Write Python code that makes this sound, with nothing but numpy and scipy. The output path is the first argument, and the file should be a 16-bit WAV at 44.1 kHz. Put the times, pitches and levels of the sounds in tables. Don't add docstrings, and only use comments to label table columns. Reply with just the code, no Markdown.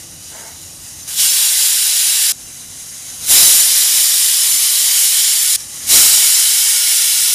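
import sys
import numpy as np
from scipy import signal
from scipy.fft import rfft, irfft, next_fast_len
from scipy.io import wavfile
from scipy.ndimage import uniform_filter1d, map_coordinates

SR = 44100
rng = np.random.default_rng(int(sys.argv[2]) if len(sys.argv) > 2 else 0)


def dump(signal):
    limited = np.clip(np.atleast_2d(signal).T, -1, 1)
    pcm = np.round(limited * 32767).astype(np.int16)
    wavfile.write(sys.argv[1], SR, pcm)


def gain_from_decibels(decibels):
    exponent = np.asarray(decibels, float) / 20
    return 10 ** exponent


N = 323694
T = np.arange(N) / SR

SHOT_CHANGES = [
    2.3212,
    5.5612,
]
# start_db, growth_db_per_s
LEAK_BUILD = [
    (-34.5, 1.7),
    (-33, 4.5),
    (-30.5, 10),
]
# start_s, fade_in_s, level_at_lift_db, growth_db_per_s
WEIGHT_TILTS = [
    (1.076, .012, -21.5, 32),
    (3.19, .05, -15.5, 165),
    (5.88, .045, -6.5, 107),
]
# fully_open_s, rise_db_per_s, surge_db, surge_hold_s, steady_jet_db
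WEIGHT_LIFTS = [
    (1.187, 700, 1.5, 0.092, -12.5),
    (3.315, 420, 7.5, 0.12, -12.5),
    (5.945, 296, 8, 0.038, -12.6),
]
# time_s, length_s, level_db
LEVEL_DIPS = [
    (2.272, .002, -4),
]
# freq_hz, level_db (per Hz)
LEAK_COLOUR = [(240, -38), (400, -20.5), (818, -17.5), (1160, -18), (3580, -14), (3930, -8), (4300, -12.5),
               (6300, -2.5), (8160, -8.5), (9640, -4), (15200, -24)]
# freq_hz, level_db (per Hz)
JET_COLOUR = [(120, -50), (200, -36), (345, -33), (593, -25.5), (1320, -19), (2110, -9.5), (2490, -12.5),
              (3030, -5.5), (6150, -4), (7240, -2), (10400, -1.5), (15200, -12.5)]
# freq_hz, width_hz, leak_db, jet_db
CAVITY_MODES = [(1960, 260, 3, -1.5), (2930, 320, 4.5, 2.5), (4115, 180, 2, 2), (4260, 190, -3, -4.5),
                (5320, 460, -1.5, 2), (5710, 240, 1, 1.5), (6040, 220, -3.5, -1.5), (6360, 350, 1, -0.5),
                (7130, 190, 3, 3.5), (7900, 370, 0, -2), (9530, 540, 1, 1.5), (10220, 290, 0, 2),
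                (11340, 210, 3, -7), (11820, 200, 6, 1.5), (12240, 210, 1, 4.5), (13000, 300, -1.5, -2),
                (13500, 250, 1.2, -1), (14200, 230, 10, 4.5), (14900, 370, 5, 3.5)]
# pitch_hz, width_hz, blast_1_db, blast_2_db, blast_3_db
EDGE_TONES = [
    (3950, 280, -16.5, -24, -26),
    (4840, 130, -22.5, -21, -18),
    (5380, 200, -27, -19, -18),
    (10780, 89, -24.5, -16.5, -19),
]
# freq_hz, level_db (per Hz)
ROOM_COLOUR = [(12, -52), (20, -22), (36, -6.5), (85, -1), (329, -7.5), (424, -16.5), (455, -11.5),
               (665, -15.5), (742, -14), (1010, -23), (1500, -24), (1950, -55), (3300, -120)]
# freq_hz, width_hz, boost_db
STANDING_WAVES = [(52, 8.7, 6.5), (86, 11.3, 8), (135, 14, 4.5), (177, 16, 2.5), (252, 10, 2)]
# time_s, boost_db
GROANS = [(.05, 4), (.68, 3), (1.75, 6), (2.0, 5), (2.45, 1), (4.53, 9), (4.85, 5), (5.2, 8), (5.4, 7),
          (5.82, 2)]
# time_s, level_db
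DRAG_LEVEL = [(0.28, -63), (0.3, -62), (0.306, -50), (0.352, -38), (0.482, -41.5), (0.556, -51),
              (0.56, -46)]
# freq_hz, width_hz, level_db
DRAG_BODY = [(430, 140, -7), (690, 110, -3), (910, 110, -2.5), (1150, 220, -9.5), (1520, 300, -7),
             (1960, 220, -5), (2200, 100, -2)]
CHANNEL_FLICKERS = [.357, 1.033, 1.3, 1.312, 1.428, 2.099, 2.453, 2.914, 3.1, 3.213, 3.385, 3.471, 3.608, 4.513,
                    4.54, 4.586, 5.004, 5.074, 5.399, 6.142, 6.351, 6.699, 6.815]


def unit(x):
    return x / np.sqrt(np.mean(x ** 2) + 1e-20)


def along(points, hz):
    freq, value = np.transpose(points)
    return np.interp(np.log(hz + 1), np.log(freq + 1), value)


def bell(hz, centre_hz, width_hz):
    return np.exp(-2 * ((hz - centre_hz) / width_hz) ** 2)


def bumps(modes, hz, axis):
    return sum(row[axis] * bell(hz, row[0], row[1]) for row in modes)


def per_shot(rows):
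    return np.transpose(rows)[:, np.searchsorted(SHOT_CHANGES, T)]


def wobble(rate):
    knots = rng.standard_normal(int(N * rate / SR) + 4)
    return map_coordinates(knots, [np.arange(N) * rate / SR])


def filtered(x, response):
    size = next_fast_len(N + SR // 2)
    return irfft(rfft(x, size) * response(np.fft.rfftfreq(size, 1 / SR)), size)[..., :N]


def turbulence(patchy_db, ripple_db):
    grid = signal.stft(rng.standard_normal(N), nperseg=2048, noverlap=1536)[2]

    def field(size, count):
        over_pitch = uniform_filter1d(rng.standard_normal(grid.shape), size, 0)
        return unit(uniform_filter1d(over_pitch, count, 1))

    gain_db = patchy_db * field(size=24, count=7) + ripple_db * field(size=2, count=200)
    return signal.istft(grid * gain_from_decibels(gain_db), nperseg=2048, noverlap=1536)[1][:N]


def rumble(since, surge_db):
    def colour(hz):
        return gain_from_decibels(along(ROOM_COLOUR, hz) + bumps(STANDING_WAVES, hz, axis=2))

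    roar = unit(filtered(turbulence(patchy_db=0.7, ripple_db=1.4), colour))
    rest_db, duck_db, duck_s, shaken, groan_s = -46.5, -13.5, 0.31, 0.8, 0.08
    groan_db = sum(db * np.exp(-((T - s) / groan_s) ** 2) for s, db in GROANS)
    gain_db = duck_db * (1 - np.exp(-since / duck_s)) + shaken * surge_db
    return gain_from_decibels(rest_db + gain_db + groan_db + 0.68 * wobble(11)) * roar


def valve():
    knee_s, settle_s, build_s = 0.0063, 0.26, 0.13
    start_db, creep = per_shot(LEAK_BUILD)
    tilt_s, fade_s, tilt_db, tilt_rise = per_shot(WEIGHT_TILTS)
    open_s, rise, surge_db, hold_s, jet_db = per_shot(WEIGHT_LIFTS)
    shot_start_s = per_shot([[0], *np.c_[SHOT_CHANGES]])[0]
    since = T - open_s
    before = knee_s * np.logaddexp(0, -since / knee_s)
    after = np.maximum(since, 0)
    surge_db = surge_db * np.exp(-np.maximum(since - hold_s, 0) / settle_s)

    leak = gain_from_decibels(start_db + creep * (np.minimum(T, open_s) - shot_start_s) + 0.93 * wobble(5.77))
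    tilt_fade = np.clip((T - tilt_s) / fade_s + 0.5, 0, 1) * np.exp(-after / knee_s)
    tilt = gain_from_decibels(tilt_db - tilt_rise * before) * tilt_fade
    jet = gain_from_decibels(jet_db + surge_db - rise * before + 0.3 * wobble(4))
    flow_db = 10 * np.log10(leak ** 2 + tilt ** 2 + jet ** 2)
    return flow_db, after, surge_db * np.clip(1 - before / build_s, 0, 1)


def hiss(spectrum, axis, patchy_db, ripple_db):
    def colour(hz):
        return gain_from_decibels(along(spectrum, hz) + bumps(CAVITY_MODES, hz, axis))

    return unit(filtered(turbulence(patchy_db, ripple_db), colour))


def leak_hiss():
    flutter_db = 0.93 * wobble(25) + 0.28 * wobble(120)
    return hiss(LEAK_COLOUR, axis=2, patchy_db=1.1, ripple_db=2.0) * gain_from_decibels(flutter_db)


def jet_roar():
    flutter_db = 0.36 * wobble(14) + 0.4 * wobble(150)
    return hiss(JET_COLOUR, axis=3, patchy_db=0.94, ripple_db=2.5) * gain_from_decibels(flutter_db)


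def wet_gust(since, surge_db):
    gust = unit(filtered(rng.standard_normal(N), lambda hz: 1 / (1 + (hz / 1300) ** 2)))
    breaking = (gain_from_decibels(surge_db) - 1) * np.exp(-since / 0.042)
    return gain_from_decibels(-27) * breaking * gust


def whistles(since, surge_db):
    leak_db, grow_s, sings = -23.5, 0.51, 1.2
    grown = 1 - np.exp(-since / grow_s)
    total = np.zeros(N)
    for pitch_hz, width_hz, *blast_db in EDGE_TONES:
        level_db = leak_db + grown * (per_shot(np.c_[blast_db])[0] - leak_db)
        if pitch_hz == EDGE_TONES[0][0]:
            level_db = level_db + sings * surge_db
        tone = filtered(rng.standard_normal(N), lambda hz: 1 / (1 + (2 * (hz - pitch_hz) / width_hz) ** 2))
        total += gain_from_decibels(level_db) * unit(tone)
    return total


def steam(flow_db, since, surge_db):
    lift = np.clip((flow_db + 29.5) / 9, 0, 1) * np.pi / 2
    flow = np.cos(lift) * leak_hiss() + np.sin(lift) * jet_roar()

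    body = filtered(flow, lambda hz: 1 / (1 + (hz / 2500) ** 4))
    flow = flow + (gain_from_decibels(1.5 * np.sin(2 * lift)) - 1) * body

    mids = filtered(flow, lambda hz: bell(hz, 3400, 1800))
    flow = flow + (gain_from_decibels(-0.27 * surge_db) - 1) * mids + wet_gust(since, surge_db)

    dip = filtered(flow, lambda hz: bell(hz, 11380, 250))
    filled_db = 5 * np.sin(lift) * np.exp(-since / 1.2)
    flow = flow + (gain_from_decibels(filled_db) - 1) * dip

    flow = flow + whistles(since, surge_db)
    level_dip_db = sum(db * np.exp(-((T - s) / length) ** 2) for s, length, db in LEVEL_DIPS)
    return gain_from_decibels(flow_db + level_dip_db) * flow


def scrape():
    phase = np.cumsum(225 * (1 + 0.04 * wobble(30))) / SR
    slips = np.diff(np.floor(phase), prepend=0) * gain_from_decibels(2.5 * rng.standard_normal(N))
    force = unit(slips) + 1.8 * rng.standard_normal(N)

    def body(hz):
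        total = 0
        for k, (centre, width, db) in enumerate(DRAG_BODY):
            damping = 1j * hz * width
            total = total + (-1) ** k * gain_from_decibels(db) * damping / (centre ** 2 - hz ** 2 + damping)
        return total / (1 + (hz / 2400) ** 8)

    sounding = (T > DRAG_LEVEL[0][0]) & (T < DRAG_LEVEL[-1][0])
    level = gain_from_decibels(np.interp(T, *np.transpose(DRAG_LEVEL)))
    return level * sounding * unit(filtered(force, body))


def scene():
    flow_db, since, surge_db = valve()
    mono = steam(flow_db, since, surge_db) + rumble(since, surge_db) + scrape()
    return np.array([mono, mono])


def channel_difference(mid):
    width_hz, level_db, half_s = 1430, -1.5, 0.012
    hz, t, grid = signal.stft(mid, SR, nperseg=512)
    centres = rng.uniform(5400, 14460, size=(len(CHANNEL_FLICKERS), 2))
    bands = (abs(hz[:, None, None] - centres) < width_hz / 2).any(axis=2)
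    mask = gain_from_decibels(level_db) * bands @ np.exp(-((t - np.c_[CHANNEL_FLICKERS]) / half_s) ** 4)
    power = uniform_filter1d(uniform_filter1d(abs(grid) ** 2, size=9, axis=0), size=5, axis=1)
    noise = signal.stft(rng.standard_normal(N), SR, nperseg=512)[2]
    noise = noise / np.sqrt(np.mean(abs(noise) ** 2))
    return signal.istft(mask * np.sqrt(power + 1e-20) * noise, SR, nperseg=512)[1][:N]


def band_limit(x):
    return signal.sosfilt(signal.butter(12, 15630, fs=SR, output="sos"), x)


def record(dry):
    ceiling = np.where(dry[0] > 0, 0.86, 0.73)
    hardness = 7
    mid = dry[0] / (1 + np.abs(dry[0] / ceiling) ** hardness) ** (1 / hardness)

    def band(hz):
        low_cut = hz ** 2 / (hz ** 2 + 12 ** 2)
        return low_cut * np.exp(-np.exp((hz - 15490) / 45))

    mid = filtered(mid, band)
    side = channel_difference(mid)
    return band_limit(np.array([mid + side, mid - side]))


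dry = scene()
out = record(dry)
dump(out)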